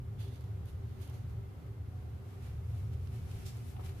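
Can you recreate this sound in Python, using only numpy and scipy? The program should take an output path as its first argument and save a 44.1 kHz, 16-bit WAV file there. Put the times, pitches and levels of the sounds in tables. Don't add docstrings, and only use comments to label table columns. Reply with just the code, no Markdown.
import sys
import numpy as np
from scipy import signal
from scipy.fft import rfft, irfft, next_fast_len
from scipy.io import wavfile
from scipy.ndimage import uniform_filter1d, map_coordinates

SR = 44100
rng = np.random.default_rng(int(sys.argv[2]) if len(sys.argv) > 2 else 0)


def unload_wav(signal):
    wavfile.write(
        sys.argv[1],
        SR,
        np.round(np.clip(np.atleast_2d(signal).T, -1, 1) * 32767).astype(np.int16),
    )


N = 176400
TIME_S = np.arange(N) / SR

# (frequency [Hz], relative level [dB])
PAD_COLOUR = [(80, -14), (250, 8), (520, -3), (760, 5.5), (1050, 1), (1350, -5), (2000, -11), (3000, -11.5),
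              (8000, -42)]


def head_rubs():
    # (peak [s], rise [s], fall [s], level [dB], L-R [dB], tilt [dB/oct], resonance [Hz], boost [dB])
    strokes = [(0.213, 0.022, 0.05, -56.5, -7, -1, 3420, 10.5),
               (.286, 0.016, 0.018, -63.5, -6, -2.5, 3430, 6),
               (.334, 0.032, 0.075, -65, -5.5, -1, 3540, 10), (.695, 0.034, 0.022, -64, -5, 0.5, 3020, 7),
               (.95, 0.14, 0.11, -70.5, -3, -2.5, 3200, 2), (1.027, 0.024, 0.042, -59, -4.5, 0.4, 3150, 5),
               (1.095, 0.015, 0.018, -62.5, -7, -4.5, 3120, 11),
               (1.143, 0.014, 0.053, -62.5, -5, -1.5, 6600, 3),
               (1.305, 0.017, 0.012, -70.5, -4, 1, 6600, 3)]
    # (frequency [Hz], relative level [dB])
    colour = [(200, -10), (700, 0), (1300, -4), (2150, -1), (2550, -2.5), (3800, -3.5), (4500, -1.5),
              (5600, -8), (6400, -2), (7450, -11), (8500, -7), (10000, -5.5), (11400, -3.5), (14500, -11.5)]
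    width_hz = 520
    return sum(rub(stroke, colour, [(hz, width_hz, boost_db)]) for *stroke, hz, boost_db in strokes)


def body_rubs():
    # (peak [s], rise [s], fall [s], level [dB], L-R [dB], tilt [dB/oct])
    strokes = [(2.3, 0.047, 0.21, -69.5, -1, 1), (2.46, 0.053, .09, -62.5, -0.5, 0),
               (2.8, 0.17, 0.13, -67, -1, 1), (2.938, 0.02, 0.022, -64, -3, 0),
               (3.05, 0.065, 0.095, -68, 0, 2), (3.15, 0.041, 0.14, -63, -0.5, 1),
               (3.315, 0.063, 0.049, -63.5, 1, 1), (3.41, 0.11, 0.2, -60.5, -1, 1),
               (3.575, 0.049, 0.086, -64.5, -1, 1.5), (3.702, 0.069, 0.053, -61.5, 3, 3.5),
               (3.816, 0.024, 0.024, -66, 1, 3), (3.86, 0.028, 0.037, -57.5, 2, 2.1),
               (3.897, 0.016, 0.022, -60, 0, -1), (3.995, 0.057, 0.067, -64.5, 0, 1)]
    # (frequency [Hz], relative level [dB])
    colour = [(200, -21), (700, 7), (1400, 1.5), (2300, 4), (3600, -1), (5500, -3), (8000, -6.5),
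              (11000, -5), (14500, -10)]
    return sum(rub(stroke, colour) for stroke in strokes)


def rub(stroke, colour, resonances=()):
    peak_s, rise_s, fall_s, level_db, pan_db, tilt_db = stroke
    slips_per_s, spread_db, cap_db, slip_db = 1700, 10, 13, -9.5
    caught = rng.random((2, N)) < slips_per_s / SR
    slips = caught * rng.standard_normal((2, N))
    slips *= amp(np.minimum(spread_db * rng.standard_normal(N), cap_db))
    brushing = rng.standard_normal((2, N))
    friction = coloured(brushing + amp(slip_db) * unit(slips), colour, tilt_db, resonances)
    lag_s = TIME_S - peak_s
    swell = np.exp(-np.where(lag_s < 0, (lag_s / rise_s) ** 2, lag_s / fall_s))
    judder_db = 0.17 * wobble(knots_per_s=85)
    return friction * swell * amp(level_db + judder_db) * panned(pan_db)


def claw_ticks():
    # (time [s], level [dB], L-R [dB], tilt [dB/oct])
    ticks = [(0.358, -55.5, -5, -6), (.4085, -57, -3, -5), (0.4397, -59, -4, -6), (0.656, -56, 0, 2),
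             (1.0176, -54, -2, 5), (1.0745, -54, -2, -1), (1.0984, -56, -5, -1), (3.0722, -56, -14, -5.5),
             (3.3134, -52, -6, -6), (3.462, -48.5, -1, 1), (3.5684, -55, 1, 0), (3.8085, -59, 2, 1),
             (3.8612, -49, 1, -6), (3.892, -60, 3, -6), (3.896, -63, 5, -6)]
    # (frequency [Hz], relative level [dB])
    colour = [(500, -23), (2500, -7), (5500, -1.5), (8000, -6.5), (12000, 1), (14500, -4)]
    return sum(amp(db) * panned(pan_db) * contact(start_s, colour, tilt_db, t60_s=0.022)
               for start_s, db, pan_db, tilt_db in ticks)


def paw_pats():
    # (time [s], level [dB], tilt [dB/oct])
    pats = [(3.765, -52, 2.5), (3.7948, -44, -3), (3.808, -55.5, 2), (3.836, -54, 3), (3.861, -55, 5),
            (3.891, -60, 2)]
    return sum(amp(db) * contact(start_s, PAD_COLOUR, tilt_db, t60_s=0.046)
               for start_s, db, tilt_db in pats)


def contact(start_s, colour, tilt_db, t60_s, rise_s=0.00037):
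    age_s = np.maximum(TIME_S - start_s, 0)
    envelope = (1 - np.exp(-age_s / rise_s)) * amp(-60 * age_s / t60_s)
    return coloured(rng.standard_normal((2, N)), colour, tilt_db) * envelope


def foot_scuffs():
    # (peak [s], rise [s], fall [s], level [dB], L-R [dB], tilt [dB/oct])
    strokes = [(3.465, 0.009, 0.023, -51, -2, -0.5), (3.488, 0.017, 0.023, -55.5, 0, -1)]
    # (frequency [Hz], relative level [dB])
    colour = [(300, -16), (1300, -8), (2600, -8.5), (3700, -2.5), (4400, -5.5), (5700, -7.5), (7000, -6.5),
              (9000, -5), (11000, -7), (14500, -7)]
    # (centre [Hz], width [Hz], boost [dB])
    resonances = [(5200, 600, 10.5), (6080, 300, 8.5), (7350, 420, 8.5)]
    return sum(rub(stroke, colour, resonances) for stroke in strokes)


def pad_drag():
    # (peak [s], rise [s], fall [s], level [dB], L-R [dB], tilt [dB/oct])
    strokes = [(3.787, 0.046, 0.078, -59, 0, -.5)]
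    # (centre [Hz], width [Hz], boost [dB])
    resonances = [(755, 120, 10)]
    return sum(rub(stroke, PAD_COLOUR, resonances) for stroke in strokes)


def room(x, t60_s=0.31):
    age_s = np.arange(SR // 2) / SR
    tail = rng.standard_normal((2, len(age_s))) * amp(-60 * age_s / t60_s)
    return signal.fftconvolve(x, tail / np.linalg.norm(tail[0]), axes=1)[:, :N]


def ventilation():
    # (frequency [Hz], relative level [dB])
    rumble_colour = [(15, -55), (24, -44), (31, -14), (40, -12.5), (52, -14), (66, -3.5), (80, 2.5),
                     (102, -1.5), (119, 3.5), (133, -11), (165, -13.5), (190, -28), (260, -53), (500, -77)]
    air_colour = [(30, -37), (150, 2.5), (235, 0.5), (330, -2.5), (450, -4.5), (620, -10.5), (760, -10),
                  (950, -13), (1250, -12.5), (1700, -19), (3000, -23.5), (5000, -29), (8500, -33),
                  (12000, -30.5), (14500, -30)]
    # (time [s], level [dB])
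    rumble_levels = [(0, -41.5), (.22, -40.5), (.4, -43.5), (.5, -40.5), (.62, -43.5), (.74, -40),
                     (1.08, -44), (1.19, -41), (1.4, -39.5), (1.53, -50), (1.7, -42.5), (1.96, -42),
                     (2.16, -42.5), (2.29, -48.5), (2.5, -40.5), (2.86, -37), (3.1, -39), (3.3, -41),
                     (3.7, -43.5), (3.88, -39.5), (4, -45)]
    # (centre [Hz], width [Hz], level [dB])
    duct_tones = [(100.05, 3, -53), (199, 7.4, -69), (238.5, 8.2, -65), (284.8, 3.7, -70.5),
                  (398.4, 37, -74.5), (736, 11.3, -76), (775, 4.2, -85.5), (2090, 110, -82.5)]
    rumble = steadied(diffuse(lambda hz: amp(along(rumble_colour, hz))))
    rumble *= amp(np.interp(TIME_S, *np.transpose(rumble_levels)))
    air_db, flutter_db = -57.5, 0.72
    air = diffuse(lambda hz: amp(along(air_colour, hz)))
    air *= amp(air_db + flutter_db * wobble(knots_per_s=6.66))
    tones = sum(amp(db) * diffuse(lambda hz: band(hz, centre_hz, width_hz, order=4))
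                for centre_hz, width_hz, db in duct_tones)
    return rumble + air + tones


def duct_hum():
    # (time [s], peak level [dB])
    swells = [(.1, -65.5), (.275, -56.5), (.83, -60), (1.0, -56.5), (1.11, -63), (1.39, -61.5), (1.46, -61),
              (1.69, -59.5), (2.23, -62.5), (2.38, -61), (2.95, -59.5), (3.15, -66.5), (3.28, -65),
              (3.46, -58), (3.6, -61.5), (3.81, -61.5), (3.91, -59)]
    pitch_hz, waver_hz, rest_db, swell_s = 387.9, 4.87, -68.5, 0.024
    phase = 2 * np.pi * np.cumsum(pitch_hz + waver_hz * wobble(knots_per_s=22.04)) / SR
    power = amp(rest_db) ** 2
    for peak_s, db in swells:
        power += amp(db) ** 2 * np.exp(-((TIME_S - peak_s) / swell_s) ** 2)
    return np.sqrt(2 * power) * np.sin(phase)


def diffuse(gain):
    # (frequency [Hz], L-R correlation [-1..1])
    coherence = [(30, 0.98), (90, 1), (140, 0.97), (250, -0.017), (500, 0.84), (1000, -0.11), (2000, 0.075),
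                 (12000, -0.029)]

    def mid_side_gains(hz):
        angle = np.arccos(np.clip(along(coherence, hz), -.999, .999)) / 2
        return gain(hz) * np.array([np.cos(angle), np.sin(angle)])

    mid, side = filtered(rng.standard_normal((2, N)), mid_side_gains)
    return unit(np.array([mid + side, mid - side]))


def steadied(x, window_s=0.11):
    span = int(window_s * SR)
    power = np.mean(x ** 2, axis=0)
    slow_power = uniform_filter1d(uniform_filter1d(power, span), span)
    return unit(x / np.sqrt(np.abs(slow_power) + 1e-12))


def coloured(x, colour, tilt_db, resonances=()):
    def response(hz):
        boost_db = sum(db * band(hz, centre_hz, width_hz) for centre_hz, width_hz, db in resonances)
        octaves = np.log2(hz / 1000 + .1)
        return amp(along(colour, hz) + boost_db + tilt_db * octaves)

    return unit(filtered(x, response))


def filtered(x, response):
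    size = next_fast_len(N + 8192)
    return irfft(rfft(x, size) * response(np.fft.rfftfreq(size, 1 / SR)), size)[..., :N]


def band(hz, centre_hz, width_hz, order=2):
    return 1 / (1 + ((hz - centre_hz) / width_hz * 2) ** order)


def along(points, hz):
    knots_hz, values = np.transpose(points)
    return np.interp(np.log(hz + 1), np.log(knots_hz + 1), values)


def wobble(knots_per_s):
    knots = rng.standard_normal(int(N * knots_per_s / SR) + 4)
    return map_coordinates(knots, [TIME_S * knots_per_s])


def panned(db):
    return unit(amp([[db / 2], [-db / 2]]))


def amp(db):
    return 10 ** (np.asarray(db) / 20)


def unit(x):
    return x / np.sqrt(np.mean(x ** 2) + 1e-20)


def scene():
    background = ventilation() + duct_hum()
    cat = head_rubs() + body_rubs() + claw_ticks() + paw_pats() + foot_scuffs() + pad_drag()
    return cat + amp(db=-6) * room(cat) + background


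def record(dry):
    cutoff_hz = 14550
    return filtered(dry, lambda hz: hz < cutoff_hz)


dry = scene()
out = record(dry)
unload_wav(out)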